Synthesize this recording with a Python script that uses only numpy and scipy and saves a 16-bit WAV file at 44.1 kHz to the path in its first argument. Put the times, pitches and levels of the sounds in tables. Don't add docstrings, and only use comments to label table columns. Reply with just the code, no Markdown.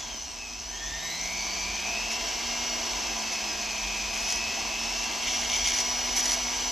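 import sys
import numpy as np
from scipy import signal
from scipy.fft import rfft, irfft, next_fast_len
from scipy.io import wavfile
from scipy.ndimage import uniform_filter1d, map_coordinates

SR = 44100
rng = np.random.default_rng(int(sys.argv[2]) if len(sys.argv) > 2 else 0)


def dump(signal):
    limited = np.clip(np.atleast_2d(signal).T, -1, 1)
    pcm = np.round(limited * 32767).astype(np.int16)
    wavfile.write(sys.argv[1], SR, pcm)


N = 295911

# time in seconds, speed in turns a second.
PEDAL = [(0.0, 146.6), (0.24, 120.27), (0.51, 103.45), (0.84, 142.67), (1.37, 189.0), (1.8, 199.42),
         (2.21, 232.95), (2.74, 238.92), (3.18, 222.26), (3.46, 213.05), (3.85, 206.08), (4.33, 212.77),
         (4.8, 224.79), (5.6, 238.16), (6.12, 243.41), (6.3, 242.95), (6.71, 247.02)]
def shaft():
    inertia_s = .12
    speed = uniform_filter1d(curves(PEDAL)[0], int(inertia_s * SR), mode="nearest")
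    return speed, 2 * np.pi * np.cumsum(speed * (1 + 0.0004 * wobble(12))) / SR


# frequency in Hz, gain in dB.
HUM_EQ = [(115, -14), (132, -8), (143, 0), (250, 0)]
def motor(angle, speed):
    power = ramp(start_s=0.35, length_s=0.15)
    hum = amp(by_speed(speed, -50, per_doubling=10.6)) * whine(angle, flutter_db=0, blur=.03)
    singing = power * slots(angle) + commutator(angle, speed) + overtones(angle, speed)
    return filtered(hum, shape(HUM_EQ)) + walls(singing, wet_db=-18, t60=0.11)


# time in seconds, level in dB.
SLOT_FADER = [(0.5, -35), (0.9, -39.5), (1.3, -38.7), (1.7, -40.5), (2.02, -36.5), (2.3, -41), (2.7, -37.5),
              (2.9, -42.5), (3.3, -42.5), (3.7, -41.5), (4.1, -39.5), (4.5, -39), (4.75, -40), (5.1, -39),
              (5.5, -39), (6.71, -40)]
# offset in multiples of twice the mains rate, relative level in dB.
THROB_TONES = [(-1, -3), (0, 0), (1, -3.5), (2, -10)]
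# frequency in Hz, gain in dB.
SLOT_EQ = [(1400, -24), (1700, -16.5), (1810, 3.5), (1900, -8), (2100, 0.5), (2380, 2.5), (2430, -2.5),
           (2480, 2), (2600, 2), (2700, 0), (2800, -4), (3000, -8)]
def slots(angle):
    mains_hz = 60
    level_db, = curves(SLOT_FADER)
    passing = 12 * angle + .22 * wobble(260)
    half_wave = 2 * np.pi * 2 * mains_hz * np.arange(N) / SR
    tone = sum(amp(db) * whine(passing + k * half_wave, flutter_db=1.4, blur=.17)
               for k, db in THROB_TONES)
    return amp(level_db + 0.33 * wobble(11)) * filtered(unit(tone), shape(SLOT_EQ))


# centre in Hz, width in Hz, lift in dB.
SHELL_PEAKS = [(2560, 200, 2.5), (2740, 90, -9), (2950, 120, -9), (3380, 160, 2), (3620, 200, -4),
               (3990, 350, 4), (4430, 130, -7), (4620, 170, 8), (4995, 35, -7), (5150, 190, 4),
               (5340, 45, -9), (5440, 140, 6), (5530, 35, -10), (5615, 90, 5), (5678, 25, -4),
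               (5728, 80, 8), (5792, 60, 10.5), (5850, 70, 7), (5930, 90, 10)]
# frequency in Hz, gain in dB.
BAR_EQ = [(2400, -1.5), (3400, -1.5), (3900, 1), (4600, 0), (4830, -6), (5080, 1), (5400, 1), (5750, 0),
          (6150, 3), (6600, -4), (7100, 0), (8200, -2), (9200, -4), (10500, -2), (12200, 2), (14500, -3)]
def commutator(angle, speed):
    bars, bar_hz = 24 * angle, 24 * speed
    shell_db = sum(db * bell(bar_hz, hz, width) for hz, width, db in SHELL_PEAKS)
    bar_db = by_speed(speed, -46.7, per_doubling=2.8) + shell_db
    slow = np.clip((240 - speed) / 100, 0, 1)
    click_db, direct_db = -47, -4
    clicks = sum(amp(db) * amp(2.5 * wobble(65)) * whine(k * bars, flutter_db=2.4, blur=1.0)
                 for k, db in [(2, 0), (3, -9)])
    clicks = filtered(slow * clicks, lambda hz: np.hypot(amp(direct_db), abs(modes(HANDPIECE_MODES, hz))))
    side = .45 * slow * whine(bars - angle, flutter_db=2, blur=.35)
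    pressure = 1 + (.22 + .25 * slow) * np.cos(angle)
    tone = whine(bars, flutter_db=2, blur=0.15 + .14 * slow)
    return filtered(pressure * (amp(bar_db) * (tone + side) + amp(click_db) * clicks), shape(BAR_EQ))


# multiple of the shaft rate, level in dB before EQ.
SHAFT_OVERTONES = [(8, -55.5), (9, -49), (10, -59), (11, -67), (19, -46.5), (21, -47), (23, -54)]
# frequency in Hz, gain in dB.
OVERTONE_EQ = [(1740, -10), (1810, 0), (1860, -10), (1930, 3.5), (2010, -7), (2130, 1), (2400, 1),
               (3800, -9), (4300, -6), (4530, 2.5), (4720, -5), (5080, 0.5), (5400, 1), (5750, 0)]
def overtones(angle, speed):
    tones = sum(amp(db) * whine(round(k) * angle, flutter_db=2, blur=.3) for k, db in SHAFT_OVERTONES)
    return filtered(tones * (speed / speed.max()) ** 3, shape(OVERTONE_EQ))


# frequency in Hz, gain in dB.
SHEATH_EQ = [(1000, -19.5), (1750, -10), (2150, -3.5), (3250, -2), (3450, -8.5), (3650, -4.5), (4000, -5),
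             (4300, -3), (4530, -3), (4730, -4.5), (5080, -1.5), (5300, -2), (6300, -0.5), (7200, -10.5),
             (7650, -14), (7950, -9.5), (8500, -17.5), (9800, -17), (12500, -24), (15500, -49)]
# pitch in Hz, width in Hz, gain in dB.
HANDPIECE_MODES = [(4284, 40, -6.5), (4400, 110, -14), (5067, 78, -4), (5620, 81, 0.5), (5997, 220, 2),
                   (6174, 225, 1), (6437, 150, -2)]
def cable(angle, speed, bite_ring):
    depth = np.clip(1.3 * (speed.min() / speed) ** 1.1, 0, 1)
    stroke = depth * np.cos(angle + 0.12 * wobble(28))
    grip = amp(1.16 * wobble(500))
    rasp_db = by_speed(speed, -34.5, per_doubling=7.8) + 0.22 * wobble(19)
    rasp = amp(rasp_db) * rush(shape(SHEATH_EQ), (1 + 0.022 * stroke) * grip)
    whip_db = 4.5 * bell(speed, centre=182, width=41)
    shake_db = by_speed(speed, -40.5, per_doubling=3.7) + whip_db
    recoil = amp(-0.5) * bite_ring
    shake = np.hypot(amp(shake_db), recoil) * amp(1.6 * wobble(25))
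    return rasp + shake * rush(lambda hz: modes(HANDPIECE_MODES, hz), (1 + stroke) * grip)


# start and length in seconds, then scrape, ring and sizzle levels in dB.
BURR_BITES = [(2.1, 0.034, -39, -46, -56), (2.867, .15, -52, -51, -63), (3.31, 0.03, -35, -46, -62),
              (4.123, 0.24, -38, -48, -49), (4.276, .045, -34, -40, -54), (5.21, 0.16, -38, -37.5, -60),
              (5.39, 0.17, -38.5, -39.5, -65), (5.503, 0.11, -37, -33.5, -57),
              (5.633, 0.069, -33.5, -33.5, -52), (5.727, 0.08, -31, -37.5, -52),
              (5.837, 0.39, -43, -44, -55), (6.153, 0.046, -29.5, -37, -37), (6.22, 0.066, -32, -41, -45),
              (6.28, 0.058, -32.5, -41, -41)]
def bites():
    attack_s, release_s = 0.015, 0.036
    holds = np.array([ramp(s, attack_s) * (1 - ramp(s + length, release_s))
                      for s, length, *_ in BURR_BITES])
    gains = amp(np.array(BURR_BITES)[:, 2:].T)
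    return np.sqrt(gains ** 2 @ holds ** 2)


# start in seconds, scrape level in dB, ring level in dB.
EDGE_CATCHES = [(2.119, -28, -40), (4.225, -28, -38), (4.304, -22, -38), (4.324, -20, -39),
                (4.837, -27, -38), (5.033, -28, -38), (5.041, -29, -38), (5.283, -31, -33),
                (5.499, -25, -23), (5.564, -23, -29), (5.661, -32, -21), (5.674, -22, -28),
                (5.687, -19, -21.5), (5.7054, -24, -25), (5.720, -24, -22), (5.735, -26, -24),
                (5.749, -30, -25), (5.7755, -28, -29), (5.807, -25, -30), (6.166, -22, -31),
                (6.173, -23, -28), (6.182, -26, -30), (6.195, -20, -33), (6.209, -24, -32),
                (6.257, -19, -30), (6.282, -28, -34), (6.294, -24, -26), (6.308, -26, -32),
                (6.311, -26, -40), (6.319, -20, -37), (6.33, -22, -33), (6.3435, -20.5, -33)]
def catches():
    start_s, *levels_db = np.transpose(EDGE_CATCHES)
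    return [bursts((start_s * SR).astype(int), amp(db), t60=0.015) for db in levels_db]


# frequency in Hz, gain in dB.
SCRAPE_EQ = [(500, -35), (2000, -2), (3100, -28), (3600, -10), (4000, -4.5), (4500, -2), (4750, -4),
             (5100, 3), (5400, -4), (5700, 8), (6000, 7), (6200, -0.5), (6450, 4.5), (6800, -1),
             (7300, -5.5), (8000, -14), (9500, -1.5), (11500, -18), (14500, -44)]
# pitch in Hz, width in Hz, gain in dB.
CRANKCASE_MODES = [(2080, 150, -1.5), (2305, 180, 2), (2630, 250, -17), (2810, 210, -6), (3020, 220, 2),
                   (3283, 240, 1.5), (3670, 160, -2), (4360, 200, -8.5)]
# frequency in Hz, gain in dB.
SIZZLE_EQ = [(6000, -30), (7200, -2), (7900, 2), (8700, -3), (9500, 10), (10400, -4), (11500, 1.5),
             (12400, -20), (13500, -12), (14500, -6), (15500, -25)]
def burr(angle, bite_scrape, bite_ring, bite_sizzle):
    touch_s, skim_scrape_db, skim_ring_db, lean_db_per_s = 0.69, -51, -44, 1.5
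    touch = ramp(touch_s, length_s=1)
    lean_db = lean_db_per_s * (np.arange(N) / SR - touch_s)
    scraping = np.hypot(touch * amp(skim_scrape_db + lean_db), bite_scrape)
    ringing = np.hypot(touch * amp(skim_ring_db), bite_ring)
    turns = np.flatnonzero(np.diff(np.floor(angle / (2 * np.pi))))
    chatter = unit(0.88 + bursts(turns, rng.uniform(size=len(turns)), t60=0.021))
    catch_scrape, catch_ring = catches()
    scrape = np.hypot(scraping * amp(0.85 * wobble(60) + wobble(2500)) * chatter, catch_scrape)
    ring = np.hypot(ringing * amp(1.1 * wobble(70)) * chatter, catch_ring)
    chip_sizes = amp(4 * rng.standard_normal(len(turns)))
    chips = unit(bursts(turns, chip_sizes, t60=0.014))
    sizzle = np.hypot(bite_sizzle * chips, amp(-18.5) * catch_scrape)
    return (struck(shape(SCRAPE_EQ), scrape)
            + struck(lambda hz: modes(CRANKCASE_MODES, hz), ring)
            + struck(shape(SIZZLE_EQ), sizzle))


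# frequency in Hz, gain in dB.
AIR_EQ = [(60, -36), (150, -9.5), (210, -14), (275, -9), (330, -6.5), (430, -6), (570, -9.5), (670, 3),
          (860, -1), (980, 0), (1100, -13), (1350, -7.5), (1800, -11), (4000, -28)]
# pitch in Hz, width in Hz, gain in dB.
HOUSING_MODES = [(333, 67, -8), (707, 52, -15), (1002.5, 31, 0), (1170, 43, -4.5), (1613, 24, -1)]
def fan(speed):
    level_db = by_speed(speed, -40, per_doubling=9.3) + 0.54 * wobble(8)
    air = rush(shape(AIR_EQ))
    housing = amp(-5) * rush(lambda hz: modes(HOUSING_MODES, hz))
    return amp(level_db) * (air + housing)


# time in seconds, level in dB.
RUMBLE_FADER = [(0.0, -49.5), (0.6, -48.5), (1.7, -46.5), (2.78, -48.5), (3.01, -44), (3.23, -51),
                (4.13, -44.5), (5.19, -51), (5.23, -44.5), (6.67, -48.5), (6.71, -50)]
# frequency in Hz, gain in dB.
RUMBLE_EQ = [(20, -30), (31, -6), (39, -1.5), (46, 8), (56, -3.5), (66, -3.5), (78, -4), (98, -18),
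             (130, -23), (250, -53)]
# pitch in Hz, width in Hz, gain in dB.
ROOM_MODE = [(232.4, 29, 0)]
def workshop():
    rumble_db, = curves(RUMBLE_FADER)
    return amp(rumble_db) * rush(shape(RUMBLE_EQ)) + amp(-54) * rush(lambda hz: modes(ROOM_MODE, hz))


def walls(x, wet_db, t60):
    t = np.arange(SR // 4) / SR
    tail = rng.standard_normal(len(t)) * amp(-60 * t / t60)
    return x + amp(wet_db) * signal.fftconvolve(x, tail / np.linalg.norm(tail))[:N]


def whine(angle, flutter_db, blur):
    return np.sqrt(2) * amp(flutter_db * wobble(22)) * np.sin(angle + blur * wobble(70))


# frequency in Hz, left-right likeness (1 is mono).
LIKENESS = [(50, 1), (160, 0.11), (400, 0.79), (900, 0.8), (1250, 0.78), (1550, 0.053), (2200, 0.966),
            (4800, 1), (5700, 0.82), (7200, 1), (8600, 0.95), (10000, 1), (11500, 0.96), (13000, 0.97)]
def rush(colour, drive=1):
    def response(hz):
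        spread = np.arccos(np.clip(along(LIKENESS, hz), -1, 1)) / 2
        return colour(hz) * np.array([np.cos(spread), np.sin(spread)])
    mid, side = filtered(drive * rng.standard_normal((2, N)), response)
    return unit(np.array([mid + side, mid - side]))


def struck(colour, force):
    return np.sqrt(np.mean(force ** 2)) * rush(colour, force)


def bursts(at, sizes, t60):
    t = np.arange(SR // 10) / SR
    return signal.fftconvolve(np.bincount(at, sizes, N)[:N], amp(-60 * t / t60))[:N]


def modes(table, hz):
    return sum((-1) ** k * amp(db) * 1j * hz * width / (centre * centre - hz * hz + 1j * hz * width)
               for k, (centre, width, db) in enumerate(table))


def by_speed(speed, working_db, per_doubling):
    working_speed = 230
    return working_db + per_doubling * np.log2(speed / working_speed)


def filtered(x, response):
    size = next_fast_len(N + SR // 2)
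    return irfft(rfft(x, size) * response(np.fft.rfftfreq(size, 1 / SR)), size)[..., :N]


def shape(eq):
    return lambda hz: amp(along(eq, hz))


def along(points, hz):
    freqs, values = np.transpose(points)
    return np.interp(np.log(hz + 1), np.log(freqs + 1), values)


def curves(rows):
    seconds, *columns = np.transpose(rows)
    return [np.interp(np.arange(N) / SR, seconds, column) for column in columns]


def wobble(rate):
    return map_coordinates(rng.standard_normal(int(N * rate / SR) + 4), [np.arange(N) * rate / SR])


def ramp(start_s, length_s):
    return np.clip((np.arange(N) / SR - start_s) / length_s, 0, 1)


def bell(x, centre, width):
    return .5 ** ((2 * (x - centre) / width) ** 2)


def amp(db):
    return 10 ** (np.asarray(db) / 20)


def unit(x):
    return x / np.sqrt(np.mean(x ** 2) + 1e-20)


def scene():
    speed, angle = shaft()
    bite_scrape, bite_ring, bite_sizzle = bites()
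    tool = motor(angle, speed) + fan(speed) + cable(angle, speed, bite_ring)
    return tool + burr(angle, bite_scrape, bite_ring, bite_sizzle) + workshop()


# frequency in Hz, the left's lead in radians.
LEFT_LEAD = [(1300, 0), (1550, -1.6), (1850, 0), (5150, 0), (5700, -1), (6350, 0), (7550, 0), (8500, -1.4),
             (9050, -3), (10800, -3.3), (11900, -6.1), (13800, -6.3), (14600, -9.3)]
# frequency in Hz, left minus right in dB.
BALANCE = [(60, -1), (110, -3), (200, -2.5), (370, -1.5), (690, 4), (1260, -3), (2320, 0.0), (4280, 0.0),
           (7870, 0.0), (14500, 0.0)]
def record(dry):
    top_hz = 15600
    half = np.array([[.5], [-.5]])
    stereo_skew = lambda hz: np.exp(1j * half * along(LEFT_LEAD, hz)) * amp(half * along(BALANCE, hz))
    return filtered(dry, lambda hz: stereo_skew(hz) * (hz < top_hz))


dry = scene()
out = record(dry)
dump(out)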